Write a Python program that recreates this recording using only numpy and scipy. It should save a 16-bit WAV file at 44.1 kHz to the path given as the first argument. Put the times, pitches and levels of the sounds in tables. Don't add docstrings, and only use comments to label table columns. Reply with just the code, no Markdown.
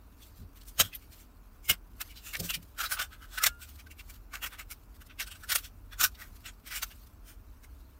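import sys
import numpy as np
from scipy import signal
from scipy.fft import rfft, irfft, next_fast_len
from scipy.io import wavfile
from scipy.ndimage import uniform_filter1d, map_coordinates

SR = 44100
rng = np.random.default_rng(int(sys.argv[2]) if len(sys.argv) > 2 else 0)


def unload_wav(signal):
    wavfile.write(
        sys.argv[1],
        SR,
        np.round(np.clip(np.atleast_2d(signal).T, -1, 1) * 32767).astype(np.int16),
    )


N = 352359
TIME = np.arange(N) / SR
RISE_SHARE, FALL_SHARE = 0.9, 1.14

# f/Hz, level/dB
PLATE_COLOUR = [(200, -39), (350, -33), (630, -16), (1000, -16), (1250, -6), (2000, -7), (2800, -5.5),
                (4600, -6.5), (5600, -6), (9400, -6.5), (10600, -12.5), (14400, -2), (15800, -9)]
# f/Hz, width/Hz, level/dB
PLATE_MODES = [(1512, 100, 5), (5500, 170, 1), (9350, 200, -6), (11440, 330, 3.5)]
GRIP_BANDS = [700, 1450, 3000, 6700, 12500]
# t/s, level/dB, length/s, body/dB, treble/dB, ring f/Hz, ring level/dB
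CONTACTS = [(0.23, -54, 0.0094, -15, -2, 3500, 13.5), (.617, -55, 0.0061, -14.5, -6, 4250, 9.5),
            (0.685, -49, 0.011, -6, 4.5, 3770, 1), (0.846, -42, 0.016, 3, -0.5, 3160, 15),
            (0.938, -44.5, 0.0073, -20, -14, 1990, 22), (0.956, -38, 0.0056, -12, -9, 11730, 25),
            (1.026, -63, .012, -2, 3.5, 2280, 22), (1.129, -53, 0.0092, -6, 0, 1820, 9),
            (1.205, -57, .013, 0.5, 10.5, 2266, 21), (1.658, -50, 0.011, -9.5, 8.5, 2220, 20.5),
            (1.73, -38.5, 0.0074, 3, -6, 2350, 7), (2.013, -34, 0.0051, 8, 0.5, 2710, 11),
            (2.112, -51.5, 0.0095, -9, -7, 2305, 16.5), (2.175, -49, 0.013, -6.5, -8, 4100, 10.5),
            (2.277, -43.5, 0.022, 6.5, 6.5, 2800, 15.5), (2.342, -42, 0.0059, 6, -12, 2153, 20),
            (2.353, -33, 0.0051, -9.5, -9.5, 1824, 26.5), (2.402, -31, 0.0041, -13.5, 3.5, 1502, 5),
            (2.451, -38.5, 0.014, -5.5, 0.5, 1560, 5), (2.503, -30, 0.0074, 5, 4, 2740, 21),
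            (2.547, -30.5, 0.0072, -12.5, -7, 2400, 12.5), (2.79, -38, 0.0049, 1, -6, 1390, 9),
            (2.809, -30.5, 0.011, -0.5, -8, 1370, 11), (2.844, -32, 0.01, 4, -6.5, 1330, 9.5),
            (2.861, -35.5, 0.0076, 9, -1, 4020, 21), (2.925, -28.5, 0.012, 3.5, -0.5, 1620, 4),
            (2.975, -38.5, 0.0056, 4, -15, 1200, 12), (2.999, -30.5, 0.0062, 3, -6.5, 1200, 11),
            (3.02, -32, 0.011, 8.5, -1.5, 2960, 10.5), (3.133, -50, 0.012, -8.5, -12, 1310, 19),
            (3.231, -50, .013, -2, -8, 1300, 17), (3.353, -46, 0.023, 5.5, -2, 3420, 12.5),
            (3.385, -30, 0.0051, -5, -3.5, 1480, 23.5), (3.427, -35, 0.0094, 5, -3.5, 1390, 8),
            (3.442, -22, 0.0064, 5, 5, 2100, 16.5), (3.468, -24, 0.0071, 0, -5.5, 1600, 2),
            (3.629, -45.5, 0.012, -5, -4, 1460, 12), (3.799, -50.5, 0.008, 0, -6.5, 2500, 9),
            (3.871, -51.5, 0.0044, -5.5, -14, 1580, 10), (3.916, -49, 0.0068, -5.5, 1, 2266, 19),
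            (3.998, -47, 0.0073, -11, -11.5, 2223, 13.5), (4.102, -47.5, 0.0063, 9, 6, 2320, 17.5),
            (4.34, -37.5, 0.0037, 10, -8, 1484, 7.5), (4.352, -41.5, 0.013, 6.5, -5.5, 2220, 9.5),
            (4.44, -33, 0.0093, 9.5, 0.5, 2720, 14), (4.467, -36.5, 0.0061, 8, 5, 2140, 17),
            (4.534, -47, 0.013, 2.5, -12.5, 1810, 3), (4.596, -40.5, 0.0063, 4, -4, 2230, 13),
            (4.611, -46.5, .009, 3, -6, 2190, 11), (4.717, -39.5, 0.0078, 2.5, 3, 2240, 12),
            (5.018, -51.5, 0.0065, 10.5, -1, 2840, 8.5), (5.107, -52.5, .01, -2, -23, 2621, 4),
            (5.205, -31, .0062, -4, -7, 2200, 15), (5.223, -37, 0.0081, -2.5, -7, 1470, 11),
            (5.277, -44.5, 0.0074, -0.5, -8, 8160, 10), (5.319, -44, 0.0086, -7, -12, 8070, 13),
            (5.358, -51.5, 0.0079, -2, -13, 8160, 14), (5.441, -44.5, 0.0069, -3, -2.5, 1430, 20),
            (5.503, -29, .0065, -2, -4.5, 1504, 12.5), (5.525, -25, 0.0061, 1.5, -3.5, 1840, 11),
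            (5.559, -22, 0.0047, 11, 12, 2725, 18), (5.578, -46, 0.0053, -1.5, -4, 2750, 13),
            (5.651, -44.5, 0.011, -10, -4.5, 1550, 13), (5.932, -46, 0.0085, 10, -6, 3457, 12.5),
            (6.013, -24, .0087, -1, -1, 1163, 15), (6.042, -19.5, 0.009, -1.5, 0, 1195, 12),
            (6.153, -53, 0.0044, -12, -11, 3680, 16), (6.215, -45, 0.016, 9, -1.5, 1950, 9),
            (6.464, -42, 0.0089, -1, -9, 2690, 6), (6.486, -46, 0.0085, -0.5, -18.5, 6960, 25),
            (6.677, -45, 0.011, -0.5, -6, 2450, 5), (6.728, -38.5, 0.016, -3, -6, 1950, 15.5),
            (6.766, -34, 0.012, 2, 1, 2380, 14.5), (6.831, -29, 0.0056, 1.5, -3.5, 3700, 2),
            (6.916, -50.5, .0075, 4, -5, 2834, 11), (7.292, -52.5, .02, 3, 0, 2320, 7),
            (7.643, -53.5, 0.0066, 1.5, 2.5, 2100, 17)]


def contacts():
    out = np.zeros(N)
    for s, db, length, body_db, treble_db, ring_hz, ring_db in CONTACTS:
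        grip = list(zip(GRIP_BANDS, (body_db + 1, body_db, 0, treble_db, treble_db)))
        next_mode = (1.24 * ring_hz, ring_db - 6)
        glint = (rng.uniform(4080, 12500), 6)
        woken = ((ring_hz, ring_db), next_mode, glint)
        rings = [(hz, 55 + 0.04 * hz, lift) for hz, lift in woken]
        touch = lambda hz: colour(grip, hz) * resonant(rings, hz) * ripple(hz, depth_db=2.63)
        body = lambda hz: plate(hz) * touch(hz)
        add_click(out, s, db, RISE_SHARE * length, FALL_SHARE * length, body, grain_db=2.0)
    return out


def plate(hz):
    return colour(PLATE_COLOUR, hz) * resonant(PLATE_MODES, hz)


# t/s, level/dB, half length/s, low-pass f/Hz
CRACKS = [(2.0167, -31, 0.0014, 14000), (2.354, -30, 0.00077, 3200), (2.4005, -37.5, .0012, 14000),
          (2.507, -32, .0022, 8000), (2.996, -35, 0.0046, 2200), (3.381, -35, .002, 2200),
          (3.44, -19.5, 0.0016, 15000), (3.4677, -17.5, 0.0026, 15000), (4.01, -50, .0015, 3500),
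          (4.355, -39.5, 0.0019, 5930), (5.5205, -27, 0.002, 7000), (5.559, -20.5, 0.0012, 14000),
          (6.011, -27.5, 0.0026, 12000), (6.041, -23.5, 0.0021, 14000)]


def cracks():
    out = np.zeros(N)
    for s, db, half, corner_hz in CRACKS:
        body = lambda hz: plate(hz) * ripple(hz, depth_db=1.0) * lowpass(hz, corner_hz)
        add_click(out, s, db, half, half, body, grain_db=-4.5)
    return out


# t/s, level/dB, rise/s, fall/s
SOCKET_HITS = [(0.805, -16.5, 0.0058, .0045), (.811, -20, 0.0034, 0.0063)]
SWITCH_HITS = [(1.701, -16, 0.0051, 0.0039), (1.711, -20.5, .003, .005)]
# f/Hz, level/dB
SOCKET_COLOUR = [(180, -44), (300, -22), (410, -19.5), (610, 1.5), (900, -16), (1250, -2), (2160, -5.5),
                 (3100, -1.5), (4700, -8), (5300, -4), (10600, -11.5), (14100, -3), (15800, -11.5)]
SWITCH_COLOUR = [(180, -58), (300, -57), (633, -9.5), (798, -18.5), (1450, -13), (1860, -10.5),
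                 (2050, -10.5), (2910, 1), (4480, -13.5), (5200, -11), (9290, -8), (10100, -12),
                 (15800, -3.5)]
# f/Hz, width/Hz, level/dB before the lift
SOCKET_MODES = [(658, 88, -4), (3040, 140, 1), (3300, 47, -14), (3870, 80, 3), (5100, 75, -2),
                (6580, 36, 11), (6870, 27, -3), (7390, 44, -16.5), (8230, 100, 6), (10000, 58, -11.5),
                (11400, 82, -8), (12300, 50, -15), (12600, 87, -10), (13500, 220, -17), (14100, 110, -5.5),
                (14500, 120, 0.5)]
SWITCH_MODES = [(1433, 110, -3.5), (2140, 26, 4.5), (2926, 53, -1.5), (3850, 28, -17), (5170, 69, 2),
                (5780, 62, -3), (6880, 240, -18.5), (9020, 99, -8.5), (10600, 47, -8.5), (12640, 38, -4),
                (13300, 38, -4), (13630, 140, -14), (14600, 48, -3.5), (15600, 23, -24.5)]


def drops():
    out = np.zeros(N)
    socket = lambda hz: colour(SOCKET_COLOUR, hz) * resonant(SOCKET_MODES, hz, lift_db=4.5)
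    switch = lambda hz: colour(SWITCH_COLOUR, hz) * resonant(SWITCH_MODES, hz, lift_db=12)
    for s, db, rise, fall in SOCKET_HITS:
        add_click(out, s, db, rise, fall, socket, grain_db=2.5)
    for s, db, rise, fall in SWITCH_HITS:
        add_click(out, s, db, rise, fall, switch, grain_db=0.5)
    return out


# f/Hz, level/dB
WORKTOP_COLOUR = [(40, -9), (70, 3.5), (110, -1.5), (170, -4.5), (250, -7), (350, -14), (500, -7.5),
                  (700, -14), (1200, -36)]
# f/Hz, t60/s
WORKTOP_MODES = [(97, 0.23), (172, 0.2)]
# t/s, level/dB, length/s, low-pass f/Hz, low mode/dB, high mode/dB
THUDS = [(0.423, -47, 0.027, 187, -48, -50), (0.806, -33, 0.0058, 400, -35.5, -45),
         (0.843, -47, .017, 198, -52, -44), (1.707, -38, 0.0084, 480, -51, -43.5),
         (2.407, -42, 0.016, 711, -38, -31), (2.44, -46.5, 0.013, 550, -56, -38),
         (2.581, -48.5, 0.0183, 220, -47.5, -41), (3.466, -54, 0.01, 700, -68.5, -61),
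         (6.027, -48.5, 0.015, 400, -51, -69)]


def thuds():
    out = np.zeros(N)
    t = np.arange(SR // 2) / SR
    for s, db, length, corner_hz, *mode_dbs in THUDS:
        rise, fall = RISE_SHARE * length, FALL_SHARE * length
        padded = lambda hz: colour(WORKTOP_COLOUR, hz) * lowpass(hz, corner_hz)
        add_click(out, s, db, rise, fall, padded, grain_db=4.5)
        boom = sum(amp(level - 60 * t / t60) * np.sin(2 * np.pi * hz * t)
                   for (hz, t60), level in zip(WORKTOP_MODES, mode_dbs))
        start = round((s - rise) * SR)
        out[start:start + len(t)] += boom * (1 - np.exp(-t / rise))
    return out


# t/s, f/Hz, base level/dB, t60/s
SPRINGS = [(3.4, 1292, -44.5, 0.22), (3.4, 1690, -49.5, 0.25), (3.465, 1407, -54.5, 0.43)]
# multiple, level/dB relative to the base
SPRING_HARMONICS = [(1, 12.5), (2, -5), (3, -18.5)]


def springs():
    out = np.zeros(N)
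    for s, hz, db, t60 in SPRINGS:
        t = np.maximum(TIME - s, 0)
        tone = sum(amp(level) * np.sin(2 * np.pi * k * hz * t) for k, level in SPRING_HARMONICS)
        attack = 1 - np.exp(-t / 0.004)
        out += amp(db - 60 * t / t60) * attack * tone
    return out


# t/s, level/dB, length/s
STROKES = [(0.248, -61.5, 0.05), (0.379, -59.5, .02), (0.579, -58, .016), (0.803, -61, 0.065),
           (1.014, -63.5, 0.047), (1.183, -61, 0.04), (2.055, -59, 0.047), (2.411, -52, 0.086),
           (2.93, -63.5, 0.12), (3.417, -60, 0.063), (3.698, -59, .06), (4, -55.5, .014),
           (4.122, -57.5, .035), (4.476, -59, .025), (4.738, -65.5, 0.044), (4.959, -60.5, 0.01),
           (5.069, -58.5, 0.0062), (5.414, -58.5, .03), (5.563, -47.5, 0.034), (6.304, -64.5, 0.15),
           (6.872, -57, .03), (6.973, -60, 0.063), (7.801, -70.5, .15)]


def rub_db(t):
    grip_db = -72
    power = sum((amp(db) * swell((t - s) / length)) ** 2 for s, db, length in STROKES)
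    return 10 * np.log10(amp(grip_db) ** 2 + power)


# f/Hz, level/dB
GLOVE_COLOUR = [(710, -37), (1200, -3.5), (1460, -7.5), (1830, -8), (2390, -7.5), (3640, -6.5), (4470, -5),
                (4980, -7.5), (10400, -9.5), (14700, -2), (15800, -14.5)]


def gloves():
    fibres = rng.standard_normal(N) * amp(1.7 * wobble(900))
    hiss = filtered(fibres, lambda hz: colour(GLOVE_COLOUR, hz))
    spectra = signal.stft(hiss, nperseg=512)[2]
    patches = rng.standard_normal(spectra.shape)
    for axis in (0, 1):
        patches = uniform_filter1d(patches, size=5, axis=axis)
    rustle = signal.istft(spectra * amp(3 * unit(patches)), nperseg=512)[1][:N]
    return amp(rub_db(TIME) + 1.6 * wobble(41)) * unit(rustle)


def ticks():
    out = np.zeros(N)
    count, over_rub_db, spread_db = 50, 1, 14.5
    travel = np.cumsum(amp(rub_db(TIME)))
    body = lambda hz: colour(GLOVE_COLOUR, hz) * ripple(hz, depth_db=1.5)
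    for when, size, life in rng.random((count, 3)):
        s = np.interp(when * travel[-1], travel, TIME)
        db = rub_db(s) + over_rub_db + spread_db * size ** 2
        half = 0.0023 + 0.0034 * life
        add_click(out, s, db, half, half, body, grain_db=-2.0)
    return out


# t/s, f/Hz, level/dB
DRONE = [(2.2, 61, -70), (3.2, 66, -64.5), (3.7, 72, -53), (4.1, 79, -61), (5.1, 82, -63.5), (5.9, 92, -59),
         (6.6, 64, -66), (7.7, 64, -55.5)]
# f/Hz, relative level/dB
RUMBLE_COLOUR = [(12, -32.5), (20, -6), (32, -3), (51, -2), (107, -13.5), (131, -24.5), (279, -20),
                 (377, -29.5), (447, -28), (550, -35.5), (582, -30), (801, -33), (985, -31), (1440, -33),
                 (1800, -43), (2340, -75.5), (3960, -120)]
HISS_COLOUR = [(880, -20), (1500, -12), (2410, -6.5), (2760, -8), (3530, -25.5), (5960, -15.5),
               (7850, -24.5), (15800, -10.5)]


def room():
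    hum_hz, hum_db = 43.5, -59.5
    hum = amp(hum_db + 3 * wobble(3.3)) * np.sin(2 * np.pi * hum_hz * TIME + 1.1 * wobble(5))
    s, pitch, level = np.transpose(DRONE)
    phase = 2 * np.pi * np.cumsum(np.interp(TIME, s, pitch)) / SR
    drone = amp(np.interp(TIME, s, level) + 1.5 * wobble(3)) * np.sin(phase + 0.5 * wobble(5.5))
    bed = amp(-52.5) * noise(RUMBLE_COLOUR) + amp(-72) * noise(HISS_COLOUR)
    return np.sqrt(2) * (hum + drone) + bed


def add_click(track, s, db, rise, fall, response, grain_db):
    offsets = np.arange(-(SR // 9), SR // 9)
    t = offsets / SR
    envelope = swell(t / np.where(t < 0, rise, fall))
    clumps = np.interp(t, np.linspace(t[0], t[-1], 400), rng.standard_normal(400))
    grains = rng.standard_normal(len(t)) * amp(grain_db * clumps)
    sound = filtered(grains * envelope, response)
    sound *= amp(db) * np.sqrt(np.sum(envelope ** 2) / np.sum(sound ** 2))
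    where = round(s * SR) + offsets
    inside = (where >= 0) & (where < N)
    track[where[inside]] += sound[inside]


def swell(x):
    return 1 / np.cosh(np.clip(x, -20, 20))


def amp(db):
    return 10 ** (np.asarray(db) / 20)


def unit(x):
    return x / np.sqrt(np.mean(x ** 2) + 1e-20)


def colour(points, hz):
    f, db = np.transpose(points)
    return amp(np.interp(np.log(hz + 1), np.log(f + 1), db))


def resonant(modes, hz, lift_db=0):
    peaks = sum(amp(db + lift_db) ** 2 / (1 + (2 * (hz - centre) / width) ** 2)
                for centre, width, db in modes)
    return np.sqrt(1 + peaks)


def ripple(hz, depth_db):
    knots = np.linspace(0, SR / 2, 130)
    return amp(depth_db * np.interp(hz, knots, rng.standard_normal(len(knots))))


def lowpass(hz, corner_hz):
    return 1 / np.sqrt(1 + (hz / corner_hz) ** 4)


def filtered(x, response):
    size = next_fast_len(len(x) + 400)
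    return irfft(rfft(x, size) * response(np.fft.rfftfreq(size, 1 / SR)), size)[:len(x)]


def wobble(rate):
    knots = rng.standard_normal(int(N * rate / SR) + 4)
    return map_coordinates(knots, [np.arange(N) * rate / SR])


def noise(spectrum):
    return unit(filtered(rng.standard_normal(N), lambda hz: colour(spectrum, hz)))


def scene():
    return (contacts() + cracks() + drops() + thuds() + springs() + ticks() + gloves() + room())[None]


def record(dry):
    bass_cut_hz, top_hz = 34, 16030
    band = lambda hz: np.clip((top_hz - hz) / 300, 0, 1) ** 2
    response = lambda hz: band(hz) / np.sqrt(1 + (bass_cut_hz / (hz + 1)) ** 8)
    return np.array([filtered(channel, response) for channel in dry])


dry = scene()
out = record(dry)
unload_wav(out)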